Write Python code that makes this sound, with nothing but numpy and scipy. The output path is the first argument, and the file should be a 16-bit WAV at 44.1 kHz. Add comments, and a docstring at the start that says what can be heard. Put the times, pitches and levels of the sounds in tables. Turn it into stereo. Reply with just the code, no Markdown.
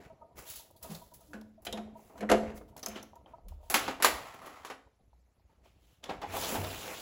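"""Drill press at close range

In a small bare workshop, two microphone ports sit close to a drill press. A hand sweeps chips off its iron
table, a key knocks the chuck open, the bit and key drop on the steel bench and a box is dragged over it.
Blows are noise cracks with clusters of dying modes, and friction is noise through a moving resonance.
Faint creaks, plinks and thuds, a soft low background and the room's answer lie behind.
"""
import sys
import numpy as np
from scipy import signal
from scipy.fft import rfft, irfft, next_fast_len
from scipy.io import wavfile
from scipy.ndimage import uniform_filter1d, map_coordinates

SR = 44100
rng = np.random.default_rng(int(sys.argv[2]) if len(sys.argv) > 2 else 0)


def generate_wav(signal):
    """Clip the signal to [-1, 1] and save it as 16-bit WAV at the path in sys.argv[1]."""
    frames = np.transpose(np.atleast_2d(signal))
    scaled = np.clip(frames, -1, 1) * 32767
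    pcm = np.round(scaled).astype(np.int16)
    wavfile.write(sys.argv[1], SR, pcm)


N = 309141  # length in samples

# Pairs of channels are mid and side until scene() turns them into ports; table levels are source settings.
# key and jaws knocking the chuck: (t/s, sizzle peak level/dB, clank level/dB, body level/dB, t60/s,
# clink f/Hz, clink level/dB, boom level/dB, ring level/dB)
KNOCKS = [(1.333, -47.5, -56.5, -44.5, 0.26, 1593, -41, -40, -52),
          (1.6669, -35, -37.5, -39, 0.13, 3335, -33, -48.5, -42.5),
          (1.7261, -27, -51, -38, 0.096, 3420, -29.5, -36.5, -39),
          (1.7734, -46, -43.5, -37, 0.1, 1500, -43, -42, -41.5),
          (2.178, -49.5, -57.5, -51.5, 0.19, 1204, -48, -46.5, -55),
          (2.207, -40, -49, -38, 0.14, 2030, -38.5, -36.5, -41.5),
          (2.2263, -54.5, -56, -30.5, 0.12, 1430, -49, -34, -53.5),
          (2.291, -39.5, -42.5, -27.5, 0.18, 1800, -24.5, -27.5, -35.5),
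          (2.2983, -26.5, -38.5, -23.5, 0.18, 1170, -25.5, -31, -27.5),
          (2.3146, -21.5, -28, -22, 0.16, 1507, -22.5, -28, -16.5),
          (2.8677, -35, -50, -47.5, 0.11, 1293, -40.5, -41.5, -44.5)]
# colour of the chuck: (f/Hz, level/dB per Hz)
CHUCK_COLOUR = [(150, -4.5), (500, 10), (1200, -5.5), (2500, -6), (5000, -19), (8000, -23), (12000, -27),
                (16500, -53.5)]


def chuck_knocks():
    """Hard blows whose treble dies much sooner than the body."""
    return clatter(KNOCKS, CHUCK_COLOUR, rise=0.00093, crack_db=1.5, treble_life=0.35, clink_life=0.62)


# lowest modes of the machine head: (f/Hz, level/dB, t60/s)
BOOM_MODES = [(215, 0, 0.5), (228, -8, 0.2), (205, -10, 0.2)]
# its higher modes: (f/Hz, level/dB, t60/s)
HEAD_MODES = [(291, -13, .12), (314, -11, .15), (371, -9, .35), (421, -9, .25), (453, -7, .25),
              (520, -3, .18), (577, -12, .15), (668, 1, .14), (700, 0, .18), (775, -15, .17),
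              (862, -16, .2), (927, -16, .2), (1362, -22, .24), (4800, -35.5, 0.13)]


def machine_head():
    """Every knock sets the cast head ringing, its higher modes at new strengths; the boom builds up slowly."""
    out = np.zeros(N)
    for s, *_, boom_db, ring_db in KNOCKS:
        for hz, db, t60 in HEAD_MODES:
            strength = amp(ring_db + db + rng.normal(0, 2.3))
            add(out, s, strength * ring(hz, t60, rise=0.0075))
        for hz, db, t60 in BOOM_MODES:
            add(out, s + 0.0075, amp(boom_db + db) * ring(hz, t60, rise=.018))
    return out


# bit and key landing and bouncing on the bench: (t/s, sizzle peak level/dB, clank level/dB,
# body level/dB, t60/s, clink f/Hz, clink level/dB)
DROPS = [(3.6998, -21, -43, -33.5, 0.24, 725, -59), (3.7416, -18.5, -22.5, -24, 0.21, 1227, -31),
         (3.8797, -49, -40.5, -29, 0.17, 908, -32.5), (4.0013, -57, -52.5, -40, 0.35, 910, -42),
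         (4.0239, -18, -27.5, -34.5, 0.21, 1770, -25.5), (4.0459, -17, -23.5, -21.5, 0.19, 1153, -18.5),
         (4.4177, -56, -69, -50.5, 0.96, 1160, -49.5), (4.6487, -47, -47.5, -47, 0.24, 1010, -40.5),
         (4.6997, -60, -47.5, -39, 0.18, 925, -48)]
# colour of the bench: (f/Hz, level/dB per Hz)
BENCH_COLOUR = [(150, -14.5), (300, -4), (500, -1.5), (1100, -3.5), (2000, -4), (3500, -7), (6000, -11),
                (11000, -6.5), (16500, -11)]


def bench_drops():
    """Landings on steel, with the quickest start of all the blows and a treble that dies little sooner."""
    return clatter(DROPS, BENCH_COLOUR, rise=.0003, crack_db=2, treble_life=.7, clink_life=.55)


# the box jolting as it is pulled: (t/s, sizzle peak level/dB, clank level/dB, body level/dB, t60/s,
# clink f/Hz, clink level/dB)
JOLTS = [(6.093, -56, -38.5, -20.5, 0.085, 705, -27), (6.216, -35, -41.5, -28.5, 0.068, 915, -37),
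         (6.23, -62, -65, -31, 0.12, 860, -25), (6.334, -39, -56, -25, 0.2, 865, -43),
         (6.3684, -17, -52, -55, 0.086, 780, -19), (6.4294, -30, -33.5, -49, 0.19, 576, -35),
         (6.5481, -15, -41, -16.5, 0.078, 790, -32), (6.6386, -29, -37.5, -27.5, 0.12, 595, -37),
         (6.6994, -33, -39.5, -42.5, 0.13, 654, -34), (6.8783, -34, -28, -24.5, 0.025, 710, -32)]
# colour of the box: (f/Hz, level/dB per Hz)
BOX_COLOUR = [(150, -15.5), (400, -7), (800, 2), (1300, -12), (2200, -7.5), (3500, 3), (7000, -10),
              (16500, -7)]


def box_jolts():
    """Jolts with a soft start and a strong short crack over their ringing."""
    return clatter(JOLTS, BOX_COLOUR, rise=0.0057, crack_db=13, treble_life=0.4, clink_life=0.83)


# small contacts, mostly bright, a few dull, one from the box: (t/s, sizzle peak level/dB, clank level/dB,
# body level/dB, t60/s, clink f/Hz, clink level/dB)
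SMALL_CONTACTS = [(0.4985, -30, -49, -79, 0.24, 7740, -45), (0.5577, -27.5, -69, -74, 0.11, 3810, -60),
                  (0.7092, -41, -82, -74, 0.055, 7430, -72), (0.762, -49.5, -80, -90, 0.36, 4300, -60),
                  (0.826, -31.5, -51, -70, 0.23, 7500, -56), (0.9012, -46, -51, -48, 0.3, 4020, -57),
                  (0.9482, -35, -51, -54, 0.1, 4200, -32), (1.138, -38, -63.5, -85, 0.25, 7800, -59),
                  (1.2072, -43, -73, -82, 0.067, 7500, -61), (1.4118, -47, -47.5, -51.5, 0.031, 2880, -57),
                  (1.6197, -50, -92, -59, 0.21, 6700, -79), (1.65, -29.5, -44.5, -46, 0.11, 3300, -65),
                  (2.0945, -68, -89, -50.5, 0.21, 2130, -68), (2.4766, -56, -69, -44.5, 0.046, 2440, -45),
                  (2.5005, -68, -56, -41, 0.059, 2520, -37), (2.5772, -50, -49, -58, 0.051, 2245, -49),
                  (2.6117, -68.5, -87, -35.5, 0.036, 1950, -70),
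                  (2.7651, -33.5, -47.5, -44, 0.045, 3975, -44), (2.776, -37, -54, -42.5, 0.08, 6100, -40),
                  (2.7927, -37, -53, -59, 0.074, 6300, -53), (2.829, -36.5, -42, -40, 0.11, 5630, -25),
                  (2.861, -17.5, -32, -30.5, 0.033, 6400, -10.5),
                  (2.8838, -27, -51, -44.5, 0.073, 5100, -38), (2.9579, -65, -53, -45.5, 0.12, 3170, -35.5),
                  (3.028, -32, -57, -39, 0.049, 6420, -30.5), (3.1553, -50, -67, -51.5, 0.075, 6530, -53),
                  (3.2599, -82, -76, -47.5, 0.062, 2980, -48), (3.484, -36.5, -49, -78.5, 0.04, 5030, -52),
                  (4.3407, -43, -56, -43, 0.096, 2020, -55), (4.4607, -40.5, -53, -41, 0.13, 2520, -56),
                  (5.5844, -74, -81, -82, 0.052, 2860, -78.5), (5.6534, -71, -78, -52.5, 0.082, 2116, -74),
                  (6.0397, -53.5, -34.5, -53.5, 0.04, 3220, -25.5)]
# colour of the small contacts: (f/Hz, level/dB per Hz)
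CONTACT_COLOUR = [(150, -0.5), (700, 8), (1500, -5), (4000, -4), (7000, -4.5), (11000, 2), (16500, 1.5)]


def small_contacts():
    """Small contacts, mostly bright and a few dull, whose clinks die quickly."""
    return clatter(SMALL_CONTACTS, CONTACT_COLOUR, rise=0.002, crack_db=4.0, treble_life=0.49, clink_life=0.27)


def clatter(rows, colour, rise, crack_db, treble_life, clink_life):
    """Each blow is a crack, a dense ringing that dies faster in the treble, and a cluster of modes that stands out."""
    shape, clinks, t = np.zeros((3, N)), np.zeros(N), np.arange(SR // 3) / SR
    start = 1 - np.exp(-t / rise / [[3], [1.4], [1]])  # low tones build up more slowly
    crest_db, cluster_db = 8.5, 15  # sizzle peak over its rms; a clink over each of its modes
    for s, sizzle_db, clank_db, body_db, t60, clink_hz, clink_db, *_ in rows:
        life = max(t60, .01) * np.array([[1], [np.sqrt(treble_life)], [treble_life]])
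        ringing = amp(-60 * t / life)
        crack = amp(crack_db - 60 * t / 0.0042)
        level = amp([[body_db], [clank_db], [sizzle_db - crest_db]])
        add(shape, s, level * (ringing + crack) * start)
        for detune, size, last in rng.standard_normal(size=(14, 3)):
            mode = ring(clink_hz * amp(.9 * detune), t60 * clink_life * amp(1.2 * last), rise)
            add(clinks, s, amp(clink_db - cluster_db + 1.5 * size) * mode)
    noise = bands(colour, rng.standard_normal((2, N)))
    return (shape * noise).sum(axis=1) + clinks * [[1.3], [.6]]


# strokes over metal, and noisy swells left ringing after some blows: (t/s, rise/s, hold/s, t60/s,
# body level/dB, scrape level/dB, sizzle level/dB, resonance f/Hz)
SWELLS = [(0.0, 0.0033, 0.055, 0.17, -59.5, -66, -75.5, 2100),
          (0.348, 0.036, 0.0037, 0.32, -52.5, -58.5, -49.5, 2193),
          (0.433, 0.046, 0.11, 0.25, -81, -58.5, -48.5, 3500),
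          (0.798, 0.044, 0.053, 0.2, -54.5, -72, -55, 3322),
          (0.902, 0.017, 0.021, 0.64, -59.5, -75.5, -53, 3920),
          (1.15, 0.067, 0.071, 0.43, -80.5, -84.5, -67.5, 3585),
          (1.723, 0.017, 0.023, 0.4, -49, -76, -85, 2113),
          (1.928, 0.055, 0.11, 0.36, -71.5, -81, -66.5, 2464),
          (2.13, 0.045, 0.018, 0.13, -59.5, -74, -68, 2061),
          (2.421, 0.0071, 0.087, 0.17, -51, -63.5, -84.5, 2055),
          (2.534, 0.033, 0.011, 0.061, -60, -71.5, -54, 2110),
          (2.67, 0.019, 0.0044, .1, -74.5, -79, -69, 2800), (2.883, .01, 0.039, 0.1, -53, -57, -74.5, 2422),
          (2.932, 0.032, 0.019, 0.19, -46.5, -51, -79, 3142),
          (3.264, 0.012, 0.036, 0.21, -61.5, -87.5, -83.5, 2676),
          (3.474, .02, 0.016, 0.18, -71, -80.5, -72, 3200),
          (3.584, 0.058, 0.082, 0.26, -79.5, -79.5, -71, 3360),
          (3.772, 0.018, 0.11, 0.29, -44, -47, -61.5, 3018), (5.47, 0.031, .03, .3, -76, -89, -93, 2300),
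          (5.611, 0.042, 0.018, 0.37, -85, -71, -78.5, 2748),
          (5.716, .15, 0.074, 0.33, -84.5, -76.5, -75.5, 3353),
          (6.025, 0.011, 0.033, 0.19, -51.5, -56.5, -82, 3250),
          (6.079, 0.017, 0.014, 0.25, -38.5, -53.5, -70, 2400),
          (6.204, 0.019, 0.011, 0.11, -44, -53, -78, 1973)]
# the long pull of the box: (t/s, scrape level/dB, body over it/dB, sizzle over it/dB, resonance f/Hz)
DRAG = [(6.27, -58.5, 2, -12, 2250), (6.358, -49, 6.5, 7.5, 2730), (6.406, -47, 0.5, 8, 3470),
        (6.446, -40, -0.5, -1.5, 3480), (6.532, -47, 7.5, 9.5, 2500), (6.588, -52, 10, 5.5, 2430),
        (6.816, -47.5, -3, -1.5, 3190), (6.928, -50, 7, 2.5, 2250), (6.958, -46.5, -9, -6, 3170),
        (7.01, -52, 4, 2, 3430)]
# friction of the rolling bit; body, scrape, sizzle rows: (level at the start/dB, dB lost per dB of roll level)
ROLL_HISS = [(-58.5, 7.5), (-46.5, 4), (-51.5, 2.6)]
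# colour of the friction: (f/Hz, level/dB per Hz)
SLIDE_COLOUR = [(150, 0.5), (500, 7), (1000, 1), (2000, -6.5), (4000, -10), (7500, -11), (11000, -11),
                (16500, -9.5)]


def strokes_and_swells():
    """Noise through one moving resonance, the level-weighted mean of all that rubs, with a fast random flutter."""
    roll_hz = 2600
    level = np.full((3, N), 1e-7)
    pull = np.full(N, 1e-7 * roll_hz)  # resonance weighted by level
    for s, rise, hold, t60, *dbs, hz in SWELLS:
        t = np.arange(round((rise + hold + t60) * SR)) / SR
        swell = np.clip(t / rise, 0, 1) ** 2
        fade = amp(-60 * np.clip(t - rise - hold, 0, None) / t60)
        shape = amp(dbs)[:, None] * swell * fade
        add(level, s, shape)
        add(pull, s, hz * shape.sum(axis=0))

    drag_db, body_db, sizzle_db, drag_hz = during(DRAG)
    drag = amp([drag_db + body_db, drag_db, drag_db + sizzle_db])
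    roll_db, = during(ROLLING)
    roll = amp([db + slope * (roll_db - ROLLING[0][1]) for db, slope in ROLL_HISS])
    pull = pull + drag_hz * drag.sum(axis=0) + roll_hz * roll.sum(axis=0)
    level = level + drag + roll
    resonance_hz = pull / level.sum(axis=0)

    flutter = amp(1.46 * map_coordinates(rng.standard_normal(N // 100), [np.arange(N) / SR * 250]))
    peak_hz = lambda at: np.interp(at * SR, np.arange(N), resonance_hz)
    noise = patchy(depth_db=1.5, peak_hz=peak_hz, peak_db=7, width=0.3)
    return (level * flutter * bands(SLIDE_COLOUR, noise)).sum(axis=1)


# the bit rolling along the bench: (t/s, level/dB)
ROLLING = [(4.1, -42), (4.25, -46.5), (4.41, -54), (4.448, -58.5), (4.46, -48.5), (4.642, -56)]
# modes of the steel under it: (f/Hz, width/Hz, level/dB)
ROLL_MODES = [(604, 230, -4.5), (970, 670, -1.5), (1350, 120, 1.5), (1900, 420, -12)]


def rolling():
    """Uneven random bumps keep the steel's modes sounding."""
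    level = amp(during(ROLLING)[0])
    unevenness = uniform_filter1d(rng.standard_normal(N), size=100) * 10
    bumps = rng.standard_normal((2, N)) * amp(2.5 * unevenness)

    def steel(f):
        """Band-pass modes summed with alternating sign."""
        return sum((-1) ** k * amp(db) * 1j * f * width / (hz * hz - f * f + 1j * f * width)
                   for k, (hz, width, db) in enumerate(ROLL_MODES))
    x = filtered(bumps, steel)
    return level * x / x.std()


# soft low bumps: (t/s, level/dB, f/Hz, t60/s)
THUDS = [(.895, -34, 207, 0.12), (.9, -38.5, 164, 0.3), (1.281, -54.5, 298, 0.6), (2.299, -43, 40.6, .5),
         (3.44, -45.5, 39.7, 1), (3.46, -51.5, 184.5, 0.15), (3.502, -39.5, 72.3, 0.44),
         (3.549, -55, 56.7, 0.4), (5.119, -56, 60.2, .4), (6.298, -45, 96, 0.3), (6.52, -34.5, 230, 0.24),
         (6.539, -37, 285, 0.25), (6.577, -32, 95.3, 0.44), (6.59, -39.5, 152, 0.21)]


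def thuds():
    """Single low modes with a soft start."""
    out = np.zeros(N)
    for s, db, hz, t60 in THUDS:
        add(out, s, amp(db) * ring(hz, t60, rise=0.011))
    return out


# short creaks: (t/s, low level/dB, middle level/dB, high level/dB)
CREAKS = [(0.105, -51, -54, -69), (0.219, -49.5, -51, -57.5), (0.242, -51, -76, -82),
          (0.386, -63, -70, -56), (0.459, -58, -59, -76), (0.6, -64, -54.5, -74), (0.85, -48, -52, -50.5),
          (1.021, -57, -51, -76), (1.123, -59, -59.5, -86), (1.584, -58, -73, -85), (1.96, -55, -53.5, -72),
          (2.159, -48.5, -57, -62.5), (3.164, -61, -54.5, -72), (3.34, -47.5, -51.5, -59.5),
          (5.499, -92, -69.5, -82), (5.655, -71, -79, -79)]
# their three overtones before a small random detuning: f/Hz
CREAK_HZ = [654, 942, 1257]
# span of the weaker creaks at random moments: (from t/s, to t/s, mean low level/dB)
FAINT_CREAKS = (0, 3.7, -69)


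def creaks():
    """Uneven stick and slip on three overtones, swelling for 9 ms and then fading."""
    out, t = np.zeros(N), np.arange(round(.07 * SR)) / SR
    first, last, faint_db = FAINT_CREAKS
    luck = rng.random(size=(70, 4))
    moments = first + (last - first) * luck[:, 0]
    faint = np.c_[moments, faint_db + 14 * (luck[:, 1:] - .5) - [0, 1.5, 12]]
    swell = (t / .009) ** 1.4 * np.exp(1.4 * (1 - t / .009))
    for s, *dbs in [*CREAKS, *faint]:
        tuned_hz = CREAK_HZ * (1 + rng.normal(0, .02, size=3))
        tones = np.zeros(len(t))
        for db, hz in zip(dbs, tuned_hz):
            rough = 1 + .35 * map_coordinates(rng.standard_normal(size=40), [t * 180])
            tones += amp(db) * rough * np.sin(2 * np.pi * hz * t)
        add(out, max(s - .007, 0), swell * tones)
    return out


# dry plinks near 800 Hz: (t/s, level/dB of each mode)
PLINKS = [(0.704, -48), (1.192, -56), (1.418, -47), (1.993, -44), (2.764, -36.5), (3.133, -38.5),
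          (3.261, -43), (3.384, -42), (3.521, -42.5), (3.631, -48), (4.872, -50.5), (5.131, -52.5),
          (5.397, -58.5)]


def plinks():
    """Three very short modes, a little different in pitch and length each time."""
    out = np.zeros(N)
    for s, db in PLINKS:
        modes = [(700, .02), (800, .026), (900, .022)] * rng.normal(1, .03, size=(3, 2))  # (f/Hz, t60/s)
        for hz, t60 in modes:
            add(out, s, amp(db) * ring(hz, t60, rise=0.003))
    return out


# low background, soft rumble and murmur, stronger after some blows: (t/s, rumble level/dB, murmur level/dB)
BACKGROUND = [(0.0, -64, -57.5), (0.41, -62.5, -66), (0.68, -72.5, -67), (0.9, -58, -71.5),
              (1.3, -65.5, -68.5), (1.54, -67, -75), (1.8, -58.5, -58), (2.1, -72, -65.5),
              (2.36, -42.5, -53.5), (2.6, -60, -58.5), (3.1, -62, -68.5), (3.4, -63.5, -66),
              (3.701, -61, -71), (4.14, -57.5, -63), (4.4, -70, -60.5), (4.86, -69, -80.5),
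              (5.45, -70.5, -78.5), (5.6, -63, -70.5), (5.95, -66, -83), (6.2, -53, -63), (6.54, -50, -48),
              (7.01, -61, -57)]
# faint hiss in the clank and sizzle bands: level/dB
HUSH_DB = [-90.5, -91]
# colour of the background: (f/Hz, level/dB per Hz)
BACKGROUND_COLOUR = [(30, -11.5), (55, 6), (110, -2.5), (200, -7.5), (400, -3.5), (700, -4.5),
                     (1100, -17.5), (1600, -28.5), (4000, -21), (8000, -25), (12000, -22), (15000, -29),
                     (16500, -38)]


def background():
    """Soft low patchy noise whose levels drift, over a hiss set at constant level."""
    s, *columns = np.transpose(BACKGROUND)
    level_db = [np.interp(np.arange(N) / SR, s, c) for c in columns] + [np.full(N, db) for db in HUSH_DB]
    return (amp(level_db) * bands(BACKGROUND_COLOUR, patchy(depth_db=4.0), first=0)).sum(axis=1)


# decay of the small bare room: (f/Hz, t60/s)
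ROOM_T60 = [(200, 0.68), (1000, 0.43), (4000, 0.4), (12000, 0.33)]


def room(x):
    """Each frequency of the walls' answer dies at its own speed."""
    hz, t, z = signal.stft(rng.standard_normal((2, SR * 3 // 4)), SR, nperseg=256)
    tail = signal.istft(z * amp(-60 * t / along(ROOM_T60, hz)[:, None]), SR, nperseg=256)[1]
    late = np.pad(x, ((0, 0), (300, 0)))  # the answer starts 300 samples late
    return signal.fftconvolve(late, tail / np.linalg.norm(tail[0]), axes=1)[:, :N]


def amp(db):
    """Gain of a level in dB."""
    return np.exp(np.asarray(db) * np.log(10) / 20)


def along(points, hz):
    """Value at hz of (f/Hz, value) points on a log axis."""
    f, v = np.transpose(points)
    return np.interp(np.log(hz + 1), np.log(f + 1), v)


def filtered(x, response):
    """Sound x times a complex response of frequency."""
    m = next_fast_len(x.shape[-1] + 8192)
    return irfft(rfft(x, m) * response(np.fft.rfftfreq(m, 1 / SR)), m)[..., :x.shape[-1]]


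def above(hz, edge_hz):
    """Power share over a soft crossover."""
    return 1 / (1 + (edge_hz / (hz + 1)) ** 6)


# crossovers between rumble, body, clank (or scrape) and sizzle: f/Hz
SPLIT_HZ = [160, 1500, 6000]


def bands(colour, noise, first=1):
    """Two-channel noise of one colour cut into rumble, body, clank and sizzle from band first, each of rms 1."""
    def response(f):
        a, b, c = (above(f, edge) for edge in SPLIT_HZ)
        return amp(along(colour, f)) * np.sqrt([1 - a, a - b, b - c, c])[first:]
    x = filtered(noise[:, None], response)
    return x / x.std(axis=(0, 2), keepdims=True)


def patchy(depth_db, peak_hz=None, peak_db=0, width=.2):
    """Two-channel noise with patches of random gain and, if asked, a resonance that moves."""
    hz, t, z = signal.stft(rng.standard_normal((2, N)), SR, nperseg=256)
    field = uniform_filter1d(rng.standard_normal(z.shape[1:]), size=5, axis=0)
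    field = uniform_filter1d(field, size=7, axis=1)
    gain_db = depth_db * field / field.std()
    if peak_hz:
        gain_db += peak_db * np.exp(-(np.log((hz[:, None] + 1) / peak_hz(t)) / width) ** 2)
    return signal.istft(z * amp(gain_db), SR, nperseg=256)[1][:, :N]


def ring(hz, t60, rise):
    """One dying mode with a soft start, cut when it has faded."""
    t = np.arange(round(t60 * SR)) / SR
    return amp(-60 * t / t60) * (1 - np.exp(-t / rise)) * np.sin(2 * np.pi * hz * t)


def during(rows, fade_s=0.068):
    """One value per sample for each column; the first is a level that falls to -90 dB outside the rows."""
    s, db, *columns = np.transpose(rows)
    t = np.arange(N) / SR
    level_db = np.interp(t, np.r_[s[0] - fade_s, s, s[-1] + fade_s], np.r_[-90, db, -90])
    return [level_db] + [np.interp(t, s, c) for c in columns]


def add(track, s, sound):
    """Mixes a sound in from time s."""
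    part = track[..., round(s * SR):]
    n = min(part.shape[-1], sound.shape[-1])
    part[..., :n] += sound[..., :n]


# likeness of the two ports: (f/Hz, likeness from 0 to 1)
ALIKE = [(60, 1), (130, 0.49), (220, 1), (400, 0.13), (800, 0.2), (1500, 0.097), (4500, 0.35)]


def scene():
    """All sources, the room's answer and the two microphone ports."""
    blows = small_contacts() + chuck_knocks() + bench_drops() + box_jolts()
    placed = np.array([[1.4], [.4]])  # mid and side shares
    head = placed * machine_head()
    small = placed * (thuds() + creaks() + plinks())
    near = blows + head + strokes_and_swells() + rolling()
    answer = amp(-10.5) * room(near + amp(-2.5) * small)  # the small sounds stay drier
    mid, side = near + small + answer + background()

    # the likeness of the close ports sets how far mid outweighs side
    turn = lambda hz: np.arccos(np.clip(along(ALIKE, hz), -1, 1)) / 2
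    mid, side = filtered(np.array([mid, side]), lambda hz: [np.cos(turn(hz)), np.sin(turn(hz))])
    return np.array([mid + side, mid - side]) * amp([[.8], [-.8]])


def record(dry):
    """Treble comes mostly from the left port and reaches the right channel shifted; then the band limit."""
    shared_hz, lead_s, turn_rad, top_hz = 7300, .0002326, 9.8, 15950
    share = lambda hz: .95 / (1 + (shared_hz / (hz + 1)) ** 16)
    shift = lambda hz: np.exp(1j * (2 * np.pi * hz * lead_s - turn_rad))
    shifted = filtered(dry[0], lambda hz: share(hz) * shift(hz))
    right = filtered(dry[1], lambda hz: np.sqrt(1 - share(hz) ** 2)) + shifted
    return filtered(np.array([dry[0], right]), lambda hz: 1 / (1 + (hz / top_hz) ** 120))


dry = scene()
out = record(dry)
generate_wav(out)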